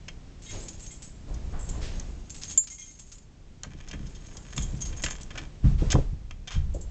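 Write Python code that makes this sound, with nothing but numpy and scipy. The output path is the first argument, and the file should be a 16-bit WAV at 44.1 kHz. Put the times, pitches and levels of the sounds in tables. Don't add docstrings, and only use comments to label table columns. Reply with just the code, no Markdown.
import sys
import numpy as np
from scipy import signal
from scipy.fft import rfft, irfft
from scipy.io import wavfile
from scipy.ndimage import uniform_filter1d, minimum_filter1d

SR = 44100
rng = np.random.default_rng(int(sys.argv[2]) if len(sys.argv) > 2 else 0)


def master(y):
    cut = np.clip(np.atleast_2d(y).T, -1, 1)
    pcm = np.round(cut * 32767)
    wavfile.write(sys.argv[1], SR, pcm.astype(np.int16))


N = 304290
TIME = np.arange(N) / SR
AGE = TIME[:SR // 2]


def from_db(db):
    return 10 ** (np.asarray(db) / 20)


def rms_one(x):
    return x / np.sqrt(np.mean(x ** 2) + 1e-20)


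def peak_one(x, size=88):
    return x / np.sqrt(uniform_filter1d(x ** 2, size).max() + 1e-20)


def fader(curve):
    return from_db(np.interp(TIME, *np.transpose(curve)))


def add(out, s, x):
    at = max(round(s * SR), 0)
    out[at:at + len(x)] += x[:max(N - at, 0)]


def fade(t60):
    return np.exp(-np.log(1000) * AGE / max(t60, 1e-3))


def filtered(x, hz, kind, order=2):
    sos = signal.butter(order, np.clip(hz, 10, .45 * SR), kind, fs=SR, output="sos")
    return signal.sosfilt(sos, x + 1e-18)


def resonance(x, hz, width_hz):
    r, w = np.exp(-np.pi * width_hz / SR), 2 * np.pi * hz / SR
    return signal.lfilter(np.array([1, 0, -1]) * (1 - r * r) / 2, [1, -2 * r * np.cos(w), r * r], x + 1e-18)


def ring(x, hz, t60):
    r, w = np.exp(-np.log(1000) / (t60 * SR)), 2 * np.pi * hz / SR
    return signal.lfilter([0, np.sin(w)], [1, -2 * r * np.cos(w), r * r], x + 1e-18)


def noise(spectrum):
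    hz, db = np.transpose(spectrum)
    log_hz = np.log(np.fft.rfftfreq(N, 1 / SR) + 1)
    colour = from_db(np.interp(log_hz, np.log(hz), db, -90, -90))
    return rms_one(irfft(rfft(rng.standard_normal(N)) * colour, N))


def grains(per_s, spread_db, size=N):
    chance, strength = rng.random((2, size))
    at, out = np.flatnonzero(chance < per_s / SR), np.zeros(size)
    exponential = np.minimum(-np.log(1 - strength[at]), 3)
    out[at] = from_db(spread_db * exponential) * (-1) ** at
    return rms_one(out)


def contact(length_s, per_s, first, build_s):
    chatter = grains(per_s, 3.5, size=len(AGE)) * fade(2 * length_s) * (1 - np.exp(-AGE / build_s))
    chatter /= np.sqrt(np.sum(chatter ** 2) + 1e-12)
    chatter[0] += first
    return chatter


# f/Hz, level/dB
RUMBLE_COLOUR = [(15, -3.5), (28, -2.5), (45, -6.5), (70, -9.5), (110, -21.5), (200, -26)]
AIR_COLOUR = [(60, -5.5), (110, 4), (190, -1.5), (300, -3), (500, -10.5), (900, -16.5), (1600, -24),
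              (3500, -47.5)]
HISS_COLOUR = [(700, -10.5), (1300, 0.5), (2000, 4), (3200, 3), (4700, 1), (7000, 1.5), (8200, -3),
               (9500, -27)]
# t/s, rumble/dB, clothes rustle/dB, hold/s, t60/s
BODY_MOVES = [(0.483, -31, -45.5, 0.062, 0.78), (1.244, -29, -49, 0.53, 1.6), (1.66, -30, -45, 0.35, 1.1),
              (3.842, -32.5, -51, .2, 1.04), (4.524, -26, -46, 0.11, 1.9), (4.83, -32, -46.5, 0.057, 2.5),
              (5.307, -40, -45, 0.11, 0.33), (5.619, -14, -38.5, 0.087, 0.5),
              (5.763, -17, -37.5, 0.11, 0.89), (5.926, -11, -32, 0.051, 0.45),
              (6.06, -26, -50.5, 0.056, 1.7), (6.514, -20.5, -51.5, 0.1, 1.7)]


def room_tone_and_handling(rumble_db=-3, hiss_db=-1, grit=0.086, swell_s=0.031):
    jolt, rustle = 0, 0
    for s, jolt_db, cloth_db, hold, t60 in BODY_MOVES:
        age = np.maximum(TIME - s, 0)
        attack = 1 - np.exp(-(age / swell_s) ** 2)
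        move = attack * np.exp(-np.log(1000) * np.maximum(age - hold, 0) / t60)
        jolt = np.hypot(jolt, from_db(jolt_db) * move)
        rustle = np.hypot(rustle, from_db(cloth_db) * move)
    still_rumble, still_air, still_hiss = from_db([-41.5, -53, -61.5])
    crackle = rms_one(filtered(grains(1100, 5.1), [1300, 6500], "band", order=1))
    rumble = np.hypot(still_rumble, jolt) * noise(RUMBLE_COLOUR)
    air = np.hypot(still_air, rustle) * noise(AIR_COLOUR)
    hiss = np.hypot(still_hiss, from_db(-11.5) * rustle) * (noise(HISS_COLOUR) + grit * crackle)
    return from_db(rumble_db) * rumble + air + from_db(hiss_db) * hiss


def putter(level_db=-40, per_s=30, soft_hz=190):
    pulses = np.diff(np.floor((TIME - .007) * per_s), prepend=-1)
    soft = filtered(filtered(pulses, soft_hz, "low", order=4), 37, "high", order=1)
    return from_db(level_db) * soft / soft.max()


# f/Hz, width/Hz, level/dB
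CASE_MODES = [(574, 140, 5), (813, 90, 3), (991, 200, -2.5), (1290, 39, 0), (1513, 78, -4), (1763, 61, 0.5),
              (1926, 55, -7), (2184, 41, -5), (2350, 95, -7), (2716, 150, -12), (2672, 120, -13),
              (3200, 120, 1.5), (3624, 84, -8.5), (4280, 130, -4.5), (5270, 170, -5), (5915, 170, 0),
              (6575, 320, 2.5), (7700, 300, 3.5)]


def metal_body(push, direct_db=-12):
    body = sum((-1) ** k * from_db(db) * resonance(push, hz, width)
               for k, (hz, width, db) in enumerate(CASE_MODES))
    return from_db(direct_db) * push + body


def metal_click(centre_hz, length_s, spread=1.32):
    push = contact(length_s, 4000, first=0.35, build_s=max(.09 * length_s, 1e-4))
    return peak_one(filtered(metal_body(push), [centre_hz / spread, centre_hz * spread], "band", order=1))


# t/s, level/dB, centre f/Hz, length/s
METAL_CLICKS = [(0.082, -34.5, 2620, 0.014), (1.34, -43.5, 5470, 0.022), (1.997, -31.5, 6500, 0.0056),
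                (2.434, -29, 4640, 0.0014), (2.575, -22, 3680, 0.00295), (3.6337, -22.5, 4540, 0.0024),
                (3.636, -41.5, 1350, 0.047), (3.714, -48.5, 1750, 0.018), (3.775, -56, 4250, 0.036),
                (3.808, -45, 2460, .008), (3.884, -37.5, 5000, 0.019), (3.912, -35.5, 3300, .012),
                (3.93, -38, 2040, 0.036), (4.062, -46.5, 5000, 0.034), (4.149, -47.5, 3960, .05),
                (4.368, -37.5, 5360, 0.014), (4.529, -44.5, 5000, .02), (4.578, -25.5, 3200, 0.0071),
                (4.927, -45, 2420, 0.023), (5.037, -25.5, 2200, 0.0072), (5.062, -25, 2600, 0.0062),
                (5.16, -45, 4000, 0.0092), (5.232, -35, 6500, 0.0025), (5.305, -40.5, 2130, 0.02),
                (5.354, -41.5, 1600, 0.017), (5.376, -33, 2540, 0.028), (5.903, -25, 3640, 0.059),
                (5.918, -18, 6300, 0.014), (5.927, -22.5, 2150, 0.0049), (5.952, -21.5, 900, 0.0056),
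                (6.309, -34, 2300, 0.0077), (6.474, -32, 3260, 0.024), (6.507, -33.5, 3200, 0.11)]
# t/s, level/dB
KEYWAY_SCRAPE = [(3.62, -80), (3.68, -58), (3.8, -55), (3.93, -49.5), (4.02, -63), (4.15, -67),
                 (4.4, -60.5), (4.62, -47), (4.77, -64.5), (4.93, -62.5), (5.11, -43), (5.25, -67.5),
                 (5.4, -50.5), (5.52, -70.5)]


def clicks_and_scrapes(scrapes_per_s=230, scrape_hz=(1410, 3420), settle_db=-26, top_hz=7200):
    scraping = filtered(metal_body(grains(scrapes_per_s, 7.4)), scrape_hz, "band", order=1)
    turning = (TIME > KEYWAY_SCRAPE[0][0]) & (TIME < KEYWAY_SCRAPE[-1][0])
    out = fader(KEYWAY_SCRAPE) * rms_one(scraping) * turning
    for s, db, centre_hz, length_s in METAL_CLICKS:
        snap = metal_click(centre_hz, length_s)
        settle = from_db(settle_db) * metal_click(centre_hz=1930, length_s=0.028)
        add(out, s, from_db(db) * (snap + settle))
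    return filtered(out, top_hz, "low", order=6)


def key_tick(x):
    return filtered(filtered(x, 4000, "high", order=1), 6700, "low") + 0.2 * resonance(x, 4900, 1100)


# t/s, level/dB
BUNCH_SHAKE = [(0.36, -76), (0.5, -46), (0.67, -55), (0.9, -56), (1.14, -71), (1.56, -67), (1.72, -57.5),
               (2.25, -66), (2.5, -43), (2.66, -54), (2.86, -50), (3.16, -50.5), (3.28, -76.5),
               (3.95, -83.5), (4.08, -63), (4.55, -57), (5.06, -61.5), (5.45, -76)]
# f/Hz, level/dB, t60/s
SMALL_KEY_MODES = [(3310, -6.5, 0.1), (3320, -5, 0.084), (5120, -20.5, .08), (5630, -21.5, 0.087),
                   (6190, -4.5, 0.12), (6370, -4, .15), (6500, 10.5, 0.12), (6950, 5, 0.12),
                   (6640, 4, 0.084), (7020, -3.5, 0.16), (6916, 4, .08), (7340, 1.5, 0.35),
                   (7360, 7.5, 0.07), (7300, 0, 0.089), (7830, -0.5, .08), (7770, -1, 0.074),
                   (8300, -12.5, 0.049), (8600, -5.5, .05), (8270, -1, 0.12)]


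def jingle(level_db=-3, tick_db=-5, per_s=350):
    shake = fader(BUNCH_SHAKE) * np.interp(TIME, [.35, .45, 5.2, 5.5], [0, 1, 1, 0])
    shimmer = sum(from_db(db) * rms_one(ring(grains(per_s / 5, 4.5), hz, t60))
                  for hz, db, t60 in SMALL_KEY_MODES[2:])
    ticks = from_db(tick_db) * rms_one(key_tick(grains(per_s, 2.7)))
    return from_db(level_db) * shake * (rms_one(shimmer) + ticks)


def key_ring(push, modes, centre_hz, focus_hz, others_db, detune):
    out = 0
    for hz, db, t60 in modes:
        share = from_db(others_db) + np.exp(-((hz - centre_hz) / focus_hz) ** 2)
        out = out + share * from_db(db) * ring(push, hz * (1 + rng.normal(0, detune)), t60)
    return peak_one(out)


def stray_hits(count=55, lift_db=5, spread_db=2.5, tick_db=-4, hz=7000, scatter_hz=700, length_s=0.054):
    s, db = np.transpose(BUNCH_SHAKE)
    when, strength, pitch = rng.random((count, 3)).T
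    times = s[0] + (s[-1] - s[0]) * (np.arange(count) + when) / count
    levels = np.interp(times, s, db) + spread_db * (2 * strength - 1) + lift_db
    centres = hz + scatter_hz * (2 * pitch - 1)
    return list(zip(times, levels, centres, levels + tick_db, [length_s] * count))


# t/s, ring level/dB, centre f/Hz, tick level/dB, rattle length/s
KEY_HITS = [(0.4215, -49, 7500, -52, .1), (0.504, -39, 6600, -68, 0.29), (0.625, -39.5, 7860, -59, .05),
            (0.683, -35, 6860, -43.5, 0.026), (0.7955, -45, 7400, -50, 0.023),
            (0.821, -43.5, 8000, -69, 0.03), (0.863, -41.5, 6000, -49.5, 0.032),
            (0.911, -40, 7770, -73, 0.12), (1.022, -40.5, 7840, -48.5, 0.13),
            (1.592, -42.5, 7870, -68, 0.3), (1.69, -35, 7760, -53, 0.019), (2.297, -35.5, 6940, -45, 0.041),
            (2.3455, -44.5, 7900, -44, 0.13), (2.417, -41, 6360, -44, 0.093),
            (2.441, -42.5, 7150, -44, 0.061), (2.505, -36, 6740, -48.5, 0.059),
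            (2.638, -33, 7000, -50, .024), (2.672, -34.5, 6260, -33.5, 0.023),
            (2.701, -28, 6600, -67, 0.18), (2.786, -28, 6340, -70, 0.19), (2.994, -32.5, 7100, -53, 0.033),
            (3.118, -36.5, 6940, -43.5, .037), (3.183, -44, 7250, -49.5, 0.015),
            (4.262, -45.5, 6460, -55, 0.014), (4.564, -33.5, 7000, -52, 0.1),
            (4.621, -33, 6980, -54, 0.046), (4.806, -34.5, 6560, -63, 0.026),
            (4.816, -29, 6600, -64, 0.025), (4.853, -37, 6700, -44.5, 0.1),
            (4.966, -39.5, 6550, -64, 0.024), (5.021, -33.5, 6700, -55.5, .03),
            (5.0377, -27.5, 7100, -26.5, 0.028), (5.103, -34, 6760, -43, 0.032),
            (5.211, -45.5, 7600, -46.5, .024), (6.739, -44, 7400, -61, 0.058),
            (6.8099, -41, 7410, -63, 0.026)]


def clinks(ring_trim_db=-2):
    out = np.zeros(N)
    for s, ring_db, centre_hz, tick_db, length_s in KEY_HITS + stray_hits():
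        push = contact(length_s, 1000, first=0.36, build_s=.002)
        rings = key_ring(push, SMALL_KEY_MODES, centre_hz, focus_hz=520, others_db=-15, detune=0.0029)
        tick = peak_one(key_tick(push))
        add(out, s, from_db(ring_db + ring_trim_db) * rings + from_db(tick_db) * tick)
    return out


# t/s, level/dB, centre f/Hz, rattle length/s
LONG_KEY_HITS = [(0.462, -47.5, 3750, .02), (0.485, -43.5, 1500, 0.036), (0.907, -50, 2500, 0.0092),
                 (2.5, -49, 3200, 0.062), (2.702, -40.5, 2100, 0.045), (2.782, -39.5, 2230, 0.18),
                 (2.817, -41, 3200, .04), (4.613, -46, 3160, .06), (4.808, -48, 3200, .08)]
# f/Hz, level/dB, t60/s
LONG_KEY_CHIME = [(2120, 4.5, 0.12), (2130, -6, 0.13), (2425, -5, .2), (3300, 6, 0.14), (3200, 2, 0.22),
                  (3760, 2.5, .08), (4200, -10.5, .1)]


def long_key():
    out = np.zeros(N)
    for s, db, centre_hz, length_s in LONG_KEY_HITS:
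        push = contact(length_s, 920, first=0.5, build_s=.002)
        chime = key_ring(push, LONG_KEY_CHIME, centre_hz, focus_hz=395, others_db=-6.5, detune=0.0023)
        add(out, s, from_db(db) * chime)
    return filtered(out, 2400, "high")


# t/s, level/dB, centre f/Hz, t60/s
SLEEVE_STROKES = [(0.479, -48.5, 3100, .8), (0.52, -45, 270, 0.85), (1.26, -49, 327, 0.89),
                  (1.511, -46.5, 554, 0.67), (1.72, -47, 330, 1.24), (1.801, -44, 3000, .6),
                  (4.33, -54, 604, 0.39), (5.63, -46.5, 990, 0.14), (5.773, -47.5, 2300, 0.18),
                  (6.49, -43, 1090, 0.31)]


def sleeves(grit=0.97, spread=2.03, swell_s=0.021):
    out = np.zeros(N)
    for s, db, hz, t60 in SLEEVE_STROKES:
        fibres = rng.standard_normal(len(AGE)) + grit * grains(1500, 1.4, size=len(AGE))
        swish = rms_one(filtered(fibres, [hz / spread, hz * spread], "band"))
        stroke = (1 - np.exp(-(AGE / swell_s) ** 2)) * fade(t60)
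        add(out, s, from_db(db) * stroke / stroke.max() * swish)
    return out


# f/Hz, level/dB, t60/s
PING_PARTIALS = [(3250, -27, .03), (6648, -20, .05), (6903, -9, .16), (7325, -4, .135), (7340, -4, .035),
                 (8676, -17, .13)]


def key_ping(at_s=2.5758, level_db=2.5, attack_s=0.00067):
    out = np.zeros(N)
    partials = sum(from_db(db) * fade(t60) * np.sin(2 * np.pi * hz * AGE) for hz, db, t60 in PING_PARTIALS)
    add(out, at_s, from_db(level_db) * partials * (1 - np.exp(-AGE / attack_s)))
    return filtered(out, 2500, "high", order=3)


# t/s, level/dB, hardness as low-pass f/Hz, hand damping t60/s
DOOR_HITS = [(3.657, -31.5, 292, 1.6), (3.74, -34.5, 300, 1), (3.931, -29, 337, 0.99),
             (3.99, -29.5, 231, 1.8), (4.573, -23, 208, 3), (4.729, -24.5, 236, 7.3),
             (5.035, -30, 425, 0.92), (5.641, -8.5, 180, 1.7), (5.815, -16.5, 460, 0.44),
             (5.939, -4, 280, 0.23), (5.955, -12, 620, 0.032), (5.986, -12, 375, 0.033),
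             (6.119, -21, 162, 0.19), (6.555, -18, 160, 4.1)]
# f/Hz, level/dB, t60/s
LEAF_MODES = [(40.1, -2.5, 0.54), (54.6, -0.5, 0.25), (74.1, -1.5, 0.77), (131.1, -1.5, 0.69),
              (159.7, -4, 0.37), (200.9, -5.5, 0.55), (246, -9.5, 0.28), (280, -9.5, 0.64),
              (324, -5.5, 0.1), (361, -5.5, 0.072), (440, -6.5, 0.091), (504, -19.5, 0.11), (544, -7, 0.19),
              (651, -7.5, 0.15)]


def door(trim_db=-2, judder_db=-2, judder_t60_s=0.29, judder_hz=400):
    out = np.zeros(N)
    leaf = sum((-1) ** k * from_db(db) * fade(t60) * np.sin(2 * np.pi * hz * AGE)
               for k, (hz, db, t60) in enumerate(LEAF_MODES))
    for s, db, hard_hz, held_t60 in DOOR_HITS:
        rattle = rms_one(filtered(rng.standard_normal(len(AGE)), judder_hz, "low", order=1))
        judder = from_db(judder_db) * rattle * fade(judder_t60_s)
        thud = filtered((leaf + judder) * fade(held_t60), hard_hz, "low", order=3)
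        add(out, s, from_db(db + trim_db) * peak_one(thud, size=200))
    return out


def far_knock(at_s=6.744, level_db=-34.5, tail_db=-9, tail_t60_s=0.63, band_hz=(270, 600)):
    out = np.zeros(N)
    burst = rng.standard_normal(len(AGE)) * (fade(0.093) + from_db(tail_db) * fade(tail_t60_s))
    add(out, at_s, from_db(level_db) * peak_one(filtered(burst, band_hz, "band", order=3), size=600))
    return out


def hallway(x, wet_db=-14.5, t60_s=0.13, dull_hz=4500):
    echoes = filtered(rng.standard_normal(len(AGE)), dull_hz, "low", order=1) * fade(t60_s) * (AGE > .003)
    echoes /= np.sqrt(np.sum(echoes ** 2))
    return from_db(wet_db) * signal.fftconvolve(filtered(x, 320, "high"), echoes)[:N]


def scene(ping_send_db=-15.5):
    near = clinks() + jingle() + long_key() + clicks_and_scrapes() + door()
    ping = key_ping()
    room = hallway(near + from_db(ping_send_db) * ping)
    return (near + ping + room + far_knock() + sleeves() + room_tone_and_handling() + putter())[None]


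def gain_control(x, limit_db=-11.5, recovery_db_per_s=5.5):
    power = np.maximum(uniform_filter1d(x ** 2, size=176), 1e-12)
    over_db = np.maximum(10 * np.log10(power) - limit_db, 0)
    recovery_db = recovery_db_per_s * TIME
    cut_db = np.maximum.accumulate(over_db + recovery_db, axis=-1) - recovery_db
    return x * from_db(uniform_filter1d(minimum_filter1d(-cut_db, size=220), size=88))


def record(dry, cutoff_hz=8900):
    heard = gain_control(filtered(filtered(dry, 6.4, "high"), 7835, "low", order=6))
    return signal.sosfilt(signal.ellip(10, .5, 80, cutoff_hz, fs=SR, output="sos"), heard)


dry = scene()
out = record(dry)
master(out)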